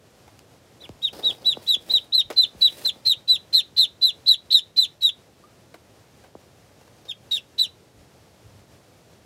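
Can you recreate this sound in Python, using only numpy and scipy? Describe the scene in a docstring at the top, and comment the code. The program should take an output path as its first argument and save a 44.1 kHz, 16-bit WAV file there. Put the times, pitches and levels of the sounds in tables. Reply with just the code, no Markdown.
"""Duckling in a pond tub

A stranded duckling peeps about four times a second, rests, then peeps three more times. Its syrinx
makes arched, fluttering whistles that drop at the end and bounce off the plastic walls. Close by are
rubs, scuffs, light knocks, a clatter and one drip, over a quiet outdoor bed of rumble and hiss."""
import sys
import numpy as np
from scipy import signal
from scipy.fft import rfft, irfft, next_fast_len
from scipy.io import wavfile
from scipy.ndimage import uniform_filter1d

SR = 44100
rng = np.random.default_rng(int(sys.argv[2]) if len(sys.argv) > 2 else 0)


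def store_wav(level_fs):
    """Save 16-bit WAV to argv[1]."""
    pcm = np.round(np.clip(np.atleast_2d(level_fs), -1, 1) * 32767)
    wavfile.write(sys.argv[1], SR, pcm.T.astype(np.int16))


N = 407925

# one peep a row: start_s, length_s, base_pitch_hz, opening_offset_hz, climb_hz, drop_s, level_db,
# attack_s, fade_db, overtone_db, rasp_db, flutter_depth_hz
PEEP_CUES = [(0.8, 0.061, 3880, -810, -690, 0.016, -46.5, .012, -5, -81, -72, 60),
             (1.015, 0.08, 3823, -700, -360, 0.0053, -17, .04, 10, -55, -49.5, 20),
             (1.224, 0.096, 3920, -560, -3, 0.0059, -15, .044, 5, -48, -54.5, 30),
             (1.442, 0.096, 3996, -550, 286.5, 0.014, -14.5, .032, 3.5, -43.5, -49.5, 30),
             (1.661, .1, 3967, -590, 60, 0.0058, -15.5, .042, -0.5, -40.5, -47, 30),
             (1.892, 0.095, 4090, -350, 338, 0.015, -12.5, .032, 5, -45.5, -64.5, 10),
             (2.12, 0.097, 4133, -300, 321.5, 0.016, -12, .026, 6.5, -45.5, -60.5, 25),
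             (2.359, .091, 4097, 287.5, 309, 0.016, -9.5, .031, 3.5, -40, -46.5, 20),
             (2.607, 0.077, 4060, 623, 652, .016, -10, .017, 2, -41, -43.5, 40),
             (2.844, .06, 4007, 123, -160, 0.0068, -18, .012, 1.5, -41, -53, 70),
             (3.048, .088, 4144, 61, 212, 0.017, -12.5, .026, 5, -39.5, -46.5, 60),
             (3.273, 0.093, 4067, 40.5, 266, .015, -10, .033, 6.5, -39, -44.5, 50),
             (3.525, 0.083, 4088, 116, 94, 0.017, -8.5, .035, 11, -39, -44, 90),
             (3.762, 0.092, 4036, 137.5, 254.5, 0.016, -9, .033, 10.5, -41, -47.5, 85),
             (4.01, .096, 4062, 59, 208.5, 0.019, -10.5, .03, 8.5, -39, -47.5, 60),
             (4.258, .093, 4072, -50.5, 240, 0.013, -7.5, .033, 11, -39, -50, 80),
             (4.502, .099, 4025, -100, 147, 0.0099, -8, .028, 15, -40.5, -50, 40),
             (4.76, 0.096, 4045, 37.5, 105, 0.015, -9, .038, 12.5, -39.5, -45.5, 15),
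             (5.006, 0.096, 3964, 529, 322.5, 0.0087, -11, 0.057, 4, -38.5, -47.5, 10),
             (7.078, 0.044, 3707, 91, 330.5, 0.0078, -26.5, 0.031, 1.5, -51, -61, 10),
             (7.307, 0.072, 3860, 164, 347.5, 0.026, -19.5, .013, 5, -42.5, -44, 15),
             (7.578, 0.071, 4040, 45, 349, 0.031, -12.5, .026, 14.5, -42.5, -47.5, 10)]
# 2nd, 3rd and 4th harmonic against a peep's overtone level: gain_db
OVERTONE_MIX = [1, 1, -4.5]
# resonances of throat and open bill, colouring overtones and rasp: frequency_hz, gain_db
THROAT_EQ = [(300, -66.5), (1000, -27.5), (1900, -2), (2900, 4), (4200, 2), (5600, 6), (6400, -4.5),
             (7600, -0.5), (8400, -4), (9300, -6), (10500, -6), (11700, -1), (13600, -11.5), (15400, -8.5),
             (17000, -11.5)]
# first echoes off the water and tub walls: delay_s, gain_db
TUB_ECHOES = [(.0017, -4.5), (.0046, -9.5), (.0078, -12), (0.0121, -16.5), (0.0164, -16), (.024, -41)]
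# strokes of rubbing and scuffing: start_s, length_s, attack_s, scrape_db, hiss_db
RUB_CUES = [(1.126, .075, .005, -43, -52), (1.21, .105, .03, -44, -55), (1.29, .06, 0.017, -56, -56.5),
            (1.35, .28, 0.025, -52, -62), (1.61, .04, .02, -56, -54), (1.78, .26, .05, -57, -60),
            (1.843, .11, .06, -46, -49), (2.407, 0.074, .03, -57, -62.5), (2.544, .31, .09, -55, -50.5),
            (2.74, .13, 0.044, -52, -50.5), (2.916, 0.076, .03, -57.5, -65)]
# dull scrape of a rub: frequency_hz, gain_db
SCRAPE_EQ = [(60, -12.5), (150, -4), (300, -1), (550, 1), (880, -6.5), (1200, -13), (2500, -25.5),
             (5000, -12.5), (9000, -54)]
# fine hiss of a rub: frequency_hz, gain_db
HISS_EQ = [(600, -29), (1800, -1.5), (4000, -2.5), (7000, -6.5), (9300, -3.5), (11500, -7.5), (14000, -6.5),
           (16000, -10.5)]
# knocks on thin plastic: start_s, level_db, decay_s, tick_db
KNOCK_CUES = [(.8922, -31.5, 0.018, -36), (1.461, -38, 0.0075, -70), (1.571, -22.5, 0.0042, -62),
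              (1.766, -37, 0.011, -68), (2.547, -42, 0.041, -70), (2.959, -40.5, 0.0086, -63),
              (3.724, -46, 0.025, -75), (6.352, -27.5, 0.0047, -68.5)]
# hard things tapping and clattering against the tub: start_s, peak_db, decay_s, crack_db
TAP_CUES = [(0.277, -37.5, 0.0088, -64), (.392, -64, 0.0013, -33), (.818, -41, 0.048, -62),
            (2.3013, -23, 0.0052, -48), (2.3062, -27, 0.0086, -49), (2.3094, -22, 0.0099, -51),
            (2.3253, -40, 0.023, -35), (2.86, -33.5, 0.0033, -20.5), (5.741, -33, 0.0093, -63),
            (6.238, -42, 0.021, -66.5), (6.811, -40.5, .005, -60), (6.877, -41, 0.0034, -59),
            (7.053, -41.5, 0.041, -45)]
# resonances of the tapped things: frequency_hz, width_hz, gain_db
TAP_MODES = [(336, 56, 6.5), (470.7, 95, 9), (657.7, 280, 3), (938, 40, -18), (1459, 140, -8),
             (1935, 150, -9.5), (2200, 100, -19), (2750, 87.5, -23.5)]
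# bright edge of a knock or tap: frequency_hz, gain_db
CRACK_EQ = [(400, -7.5), (1200, -8), (3000, 1), (5000, 5.5), (8000, -9), (12000, -11.5), (16000, -20.5)]
# a drip in the pond: start_s, pitch_hz, level_db, decay_s
DRIP_CUES = [(5.438, 1170, -45, .016)]
# reverb colour, fairly even with a dip around 2.6-4 kHz where the peeps sound: frequency_hz, gain_db
REVERB_EQ = [(300, -1.5), (1500, 1.5), (2600, -7), (3400, -3), (4100, -3.5), (6000, 0), (11000, 0.5),
             (16000, -2.5)]
# low handling bumps: start_s, length_s, level_db
BUMP_CUES = [(2.235, 0.046, -41.5), (3.051, 0.054, -49.5), (7.937, 0.093, -49.5), (8.416, 0.11, -48),
             (8.501, 0.085, -53.5)]
# soft thud of a bump: frequency_hz, gain_db
BUMP_EQ = [(25, -20), (55, 1), (100, 3), (200, -18), (600, -51.5)]
# distant outdoor rumble and hiss: frequency_hz, gain_db
AMBIENCE_EQ = [(20, -49.5), (30, -33.5), (42, -24.5), (60, -7), (110, -0.5), (160, -5.5), (230, -8.5),
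               (570, -9), (1000, -17.5), (1400, -20), (2500, -22.5), (5500, -24.5), (13800, -34.5),
               (15800, -41)]
# level ride of that rumble and hiss: time_s, level_db
AMBIENCE_RIDE = [(0, -53.8), (4.3, -54), (5.1, -55.5), (5.7, -53.5), (9.25, -54.5)]

SETTLE_S, SAG_HZ, SAG_POWER = 0.011, 931, 3.0  # the opening settles; pitch sags as the push runs out
CREST_HZ, CREST_AT, CREST_WIDTH = 45.02, .36, 0.12  # lift at the height of the push (at, width: shares)
DROP_AT, DROP_HZ = .88, 700  # the closing drop starts at this share of the length
START_DB, FADE_FROM, FADE_TO, RELEASE_DB = 30, 0.5, .75, 19  # swell, fade span (shares), closing dip
USUAL_DB = -12  # reference level of a peep
FLUTTER_HZ, FLUTTER_HZ_PER_DB, SLOWEST_FLUTTER_HZ = 145, 15, 130  # harder peeps flutter faster
TREMOLO_PER_HZ = 0.0023  # a throat resonance turns pitch flutter into level flutter
DRIFT_HZ, CLEAR_JITTER_HZ, RASP_JITTER_HZ, WOBBLE_RAD = 16, 26, 80, .4  # unsteadiness of the syrinx
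HALF_DB, HALF_GROWTH, HALF_PATCHY_DB = -60.5, 0.16, 6  # half-harmonics barely follow effort, and flicker
FUZZ_OFFSET_HZ, FUZZ_WIDTH_HZ, FUZZ_DB = 432, 420, 10  # the rasp peaks just above the whistle
RASP_START_DB = 7.5  # the rasp swells in from this far below


def duckling(trim_db=-0.7):
    """The lead voice: every peep, with its slap off the tub."""
    out = np.zeros(N)
    for start, *shape in PEEP_CUES:
        add(out, start, tub(peep(*shape)))
    return amp(trim_db) * out


def peep(length, pitch_hz, opening_hz, climb_hz, drop_s, level_db, attack, fade_db, overtone_db, rasp_db,
         flutter_hz, flick_from=0.45, flick_s=0.0028, shimmer_db=3, hoarse_db=18, dulling_db=4):
    """The syrinx flicks up into a raspy start, clears to a fluttering whistle, falls as the push ends."""
    t = np.arange(SR // 8) / SR
    progress = t / length
    effort_db = level_db - USUAL_DB
    drop = np.clip((t - DROP_AT * length) / drop_s, 0, 1)
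    gate = ramp(t, -0.00073, 0.0061) * (1 - ramp(drop, 0.81, 0.83))
    hoarse = np.clip(amp(rasp_db - level_db + hoarse_db), .03, .6)  # a weak peep never quite clears
    roughness = ramp(progress, 0, 0.097) * (1 - (1 - hoarse) * ramp(progress, 0.29, 0.34)) * (1 - drop)
    pressure = ramp(progress, .14, 0.33)  # overtones need full pressure

    held = np.minimum(progress, 1)
    arch = pitch_hz + opening_hz * np.exp(-(t / SETTLE_S) ** 2)
    arch += climb_hz * (held - .5) - SAG_HZ * held ** SAG_POWER - DROP_HZ * drop
    arch += CREST_HZ * np.exp(-((progress - CREST_AT) / CREST_WIDTH) ** 2)
    arch *= flick_from + (1 - flick_from) * ramp(t, 0, flick_s)
    # the membranes shiver at the top of the call and jitter while they start up
    flutter_rate = max(FLUTTER_HZ + FLUTTER_HZ_PER_DB * effort_db, SLOWEST_FLUTTER_HZ)
    shiver = np.sin(2 * np.pi * (flutter_rate * t + rng.random() + 0.147 * wander(53, t)))
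    shiver *= flutter_hz * (0.073 + ramp(progress, 0.2, .3) - 0.8 * ramp(progress, .35, 1.0))
    jitter = DRIFT_HZ * wander(100, t) + CLEAR_JITTER_HZ * wander(550, t)
    jitter += RASP_JITTER_HZ * roughness * wander(1500, t)
    hz = uniform_filter1d(arch, size=150) + shiver + jitter
    phase = 2 * np.pi * np.cumsum(hz) / SR

    onset = np.maximum(1 - t / attack, 0) ** 2
    fade = ramp(progress, FADE_FROM, FADE_TO)
    envelope = amp(level_db - START_DB * onset - fade_db * fade - RELEASE_DB * drop)
    whistle = envelope * (1 + TREMOLO_PER_HZ * shiver) * np.sin(phase)

    def partial(multiple):
        """A shimmering overtone glides through the throat resonances; high ones die first in the drop."""
        db = shimmer_db * wander(220, t) - dulling_db * multiple * drop - RELEASE_DB * drop
        tone = np.sin(multiple * phase + WOBBLE_RAD * wander(540, t))
        return gain_at(THROAT_EQ, multiple * hz) * amp(db) * tone

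    overtones = sum(amp(overtone_db + db) * partial(k) for k, db in enumerate(OVERTONE_MIX, 2))
    # alternate cycles differ a little, adding faint tones between the harmonics, least in mid-peep
    halves = sum(amp(db + HALF_PATCHY_DB * wander(110, t)) * partial(k + .5)
                 for k, db in enumerate([-1, 0.9, 0.87, -2]))
    halves *= amp(HALF_DB + HALF_GROWTH * effort_db)
    halves *= 1.5 - ramp(progress, .2, .42) + ramp(progress, .55, 0.88)

    fuzz = wander(FUZZ_WIDTH_HZ, t) + 1j * wander(FUZZ_WIDTH_HZ, t)
    fuzz *= np.exp(1j * (phase + 2 * np.pi * FUZZ_OFFSET_HZ * t))  # the band tracks the whistle
    rasp = 1.9 * noise(THROAT_EQ, len(t)) + amp(FUZZ_DB) * fuzz.real
    rasp *= amp(rasp_db - RASP_START_DB * onset) * roughness
    return gate * (np.sqrt(2) * (whistle + pressure * (overtones + halves)) + rasp)


def tub(x, spread=0.11):
    """Wall echoes beat against the gliding whistle; their paths change as the bird moves."""
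    out = np.concatenate([x, np.zeros(SR // 20)])
    for (delay, db), shift in zip(TUB_ECHOES, rng.uniform(-1, 1, len(TUB_ECHOES))):
        add(out, delay * (1 + spread * shift), amp(db) * x)
    return out * np.linalg.norm(x) / np.linalg.norm(out)


def rubbing(grain_db=3.0, release_s=.04):
    """Uneven friction: a dull scrape and a fine hiss catch and slip together."""
    out = np.zeros(N)
    for start, length, attack, scrape_db, hiss_db in RUB_CUES:
        t = np.arange(int((length + release_s) * SR)) / SR
        stroke = ramp(t, 0, attack) * (1 - ramp(t, length, length + release_s))
        grip = amp(grain_db * wander(250, t))
        scrape = amp(scrape_db) * noise(SCRAPE_EQ, SR // 2)[:len(t)]
        hiss = amp(hiss_db) * noise(HISS_EQ, SR // 2)[:len(t)]
        add(out, start, stroke * grip * (scrape + hiss))
    return out


def knocks(attack_s=0.0008, tick_decay_s=0.00051, sweep_cycles=1.8, arrival_s=.0013):
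    """Bending waves in thin plastic carry treble fastest, so each knock sweeps down in pitch."""
    out, t = np.zeros(N), np.arange(SR // 12) / SR
    chirp = np.sin(2 * np.pi * sweep_cycles * np.log(1 + t / arrival_s))  # pitch = cycles / travel time
    chirp *= 1 - np.exp(-(t / attack_s) ** 2)
    for start, db, decay, tick_db in KNOCK_CUES:
        tick = amp(tick_db) * noise(CRACK_EQ, len(t)) * np.exp(-t / tick_decay_s)
        add(out, start, amp(db) * chirp * np.exp(-t / decay) + tick)
    return out


def taps(attack_s=.0016, crack_decay_share=.6):
    """A brief rattle of contacts rings a hard object, with a sharp crack on top."""
    out, t = np.zeros(N), np.arange(SR // 6) / SR
    low_cut = signal.butter(4, 270, "high", fs=SR, output="sos")  # small things radiate little bass
    for start, db, decay, crack_db in TAP_CUES:
        rattle = rng.standard_normal(len(t)) * np.exp(-t / decay) * np.minimum(t / attack_s, 1)
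        body = sum(amp(mode_db) * ring(rattle, hz, width) for hz, width, mode_db in TAP_MODES)
        body = signal.sosfilt(low_cut, body)
        crack = noise(CRACK_EQ, len(t)) * np.exp(-t / (crack_decay_share * decay))
        add(out, start, amp(db) * body / abs(body).max() + amp(crack_db) * crack / abs(crack).max())
    return out


def drip(rise=1.3, attack_s=0.0015):
    """A small bubble rings and bends up a little in pitch."""
    out, t = np.zeros(N), np.arange(SR // 10) / SR
    for start, hz, db, decay in DRIP_CUES:
        bubble = np.sin(2 * np.pi * hz * t * (1 + rise * t))
        add(out, start, amp(db) * bubble * np.exp(-t / decay) * np.minimum(t / attack_s, 1))
    return out


def yard(x, t60_s=0.2, treble_t60_s=0.053, wet_db=-22, crossover_hz=6000, build_s=.008):
    """Adds a short, diffuse reverb tail whose top end dies first."""
    t = np.arange(SR // 2) / SR
    wash = noise(REVERB_EQ, len(t))
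    low = signal.sosfiltfilt(signal.butter(2, crossover_hz, fs=SR, output="sos"), wash)
    tail = low * amp(-60 * t / t60_s) + (wash - low) * amp(-60 * t / treble_t60_s)
    tail *= np.minimum(t / build_s, 1)
    return x + amp(wet_db) * signal.oaconvolve(x, tail / np.linalg.norm(tail))[:N]


def background(swell_db=1.5):
    """A wavering bed of distant rumble and hiss, with soft low handling bumps."""
    t = np.arange(N) / SR
    level_db = np.interp(t, *np.transpose(AMBIENCE_RIDE)) + swell_db * wander(15, t)
    out = amp(level_db) * noise(AMBIENCE_EQ, N)
    for start, length, db in BUMP_CUES:
        window = np.hanning(int(length * SR))
        add(out, start, amp(db) * window * noise(BUMP_EQ, SR // 4)[:len(window)])
    return out


def amp(db):
    """Decibels to gain."""
    return 10 ** (np.asarray(db) / 20)


def add(mix, start_s, sound):
    """Lays a sound into the mix at start_s."""
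    part = mix[round(start_s * SR):][:len(sound)]
    part += sound[:len(part)]


def gain_at(eq, hz):
    """Reads an EQ curve (frequency_hz, gain_db) as a gain."""
    frequencies, db = np.transpose(eq)
    return amp(np.interp(np.log(hz + 1), np.log(frequencies), db))


def noise(eq, size):
    """Noise of rms 1, coloured by an EQ curve."""
    full = next_fast_len(size)
    spectrum = rfft(rng.standard_normal(full)) * gain_at(eq, np.fft.rfftfreq(full, 1 / SR))
    x = irfft(spectrum, full)[:size]
    return x / np.sqrt(np.mean(x ** 2) + 1e-20)


def wander(per_s, t):
    """A random modulator of about unit size, with per_s new values a second."""
    return np.interp(t * per_s, np.arange(8192), rng.standard_normal(8192))


def ramp(x, start, end):
    """A smooth fade from 0 at start to 1 at end."""
    return np.sin(np.pi / 2 * np.clip((x - start) / (end - start), 0, 1)) ** 2


def ring(x, hz, width_hz):
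    """One resonance with gain 1 at its peak."""
    radius = np.exp(-np.pi * width_hz / SR)
    return 2 * signal.lfilter([1 - radius], [1, -radius * np.exp(2j * np.pi * hz / SR)], x).real


def scene():
    """Bird, clatter and drip sound in the yard; the rubbing and knocks are close and dry."""
    return (yard(duckling() + taps() + drip()) + rubbing() + knocks() + background())[None]


def record(dry, threshold_db=-22, squeeze=0.15, recovery_db_per_s=16, low_cut_hz=45, high_cut_hz=15850):
    """Gain control ducks the mix a little at each loud peep; then a low cut and a high cut."""
    power_db = 10 * np.log10(abs(uniform_filter1d(dry[0] ** 2, size=400)) + 1e-12)
    cut_db = squeeze * np.maximum(power_db - threshold_db, 0)
    recovery_db = np.arange(N) * recovery_db_per_s / SR
    held_db = np.maximum.accumulate(cut_db + recovery_db) - recovery_db  # fast grab, steady release
    ducked = dry / amp(uniform_filter1d(held_db, size=200))
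    low_cut = signal.butter(4, low_cut_hz, "high", fs=SR, output="sos")
    high_cut = signal.firwin(511, high_cut_hz, window=("kaiser", 9), fs=SR)
    return signal.oaconvolve(signal.sosfilt(low_cut, ducked), high_cut[None], "same")


dry = scene()
out = record(dry)
store_wav(out)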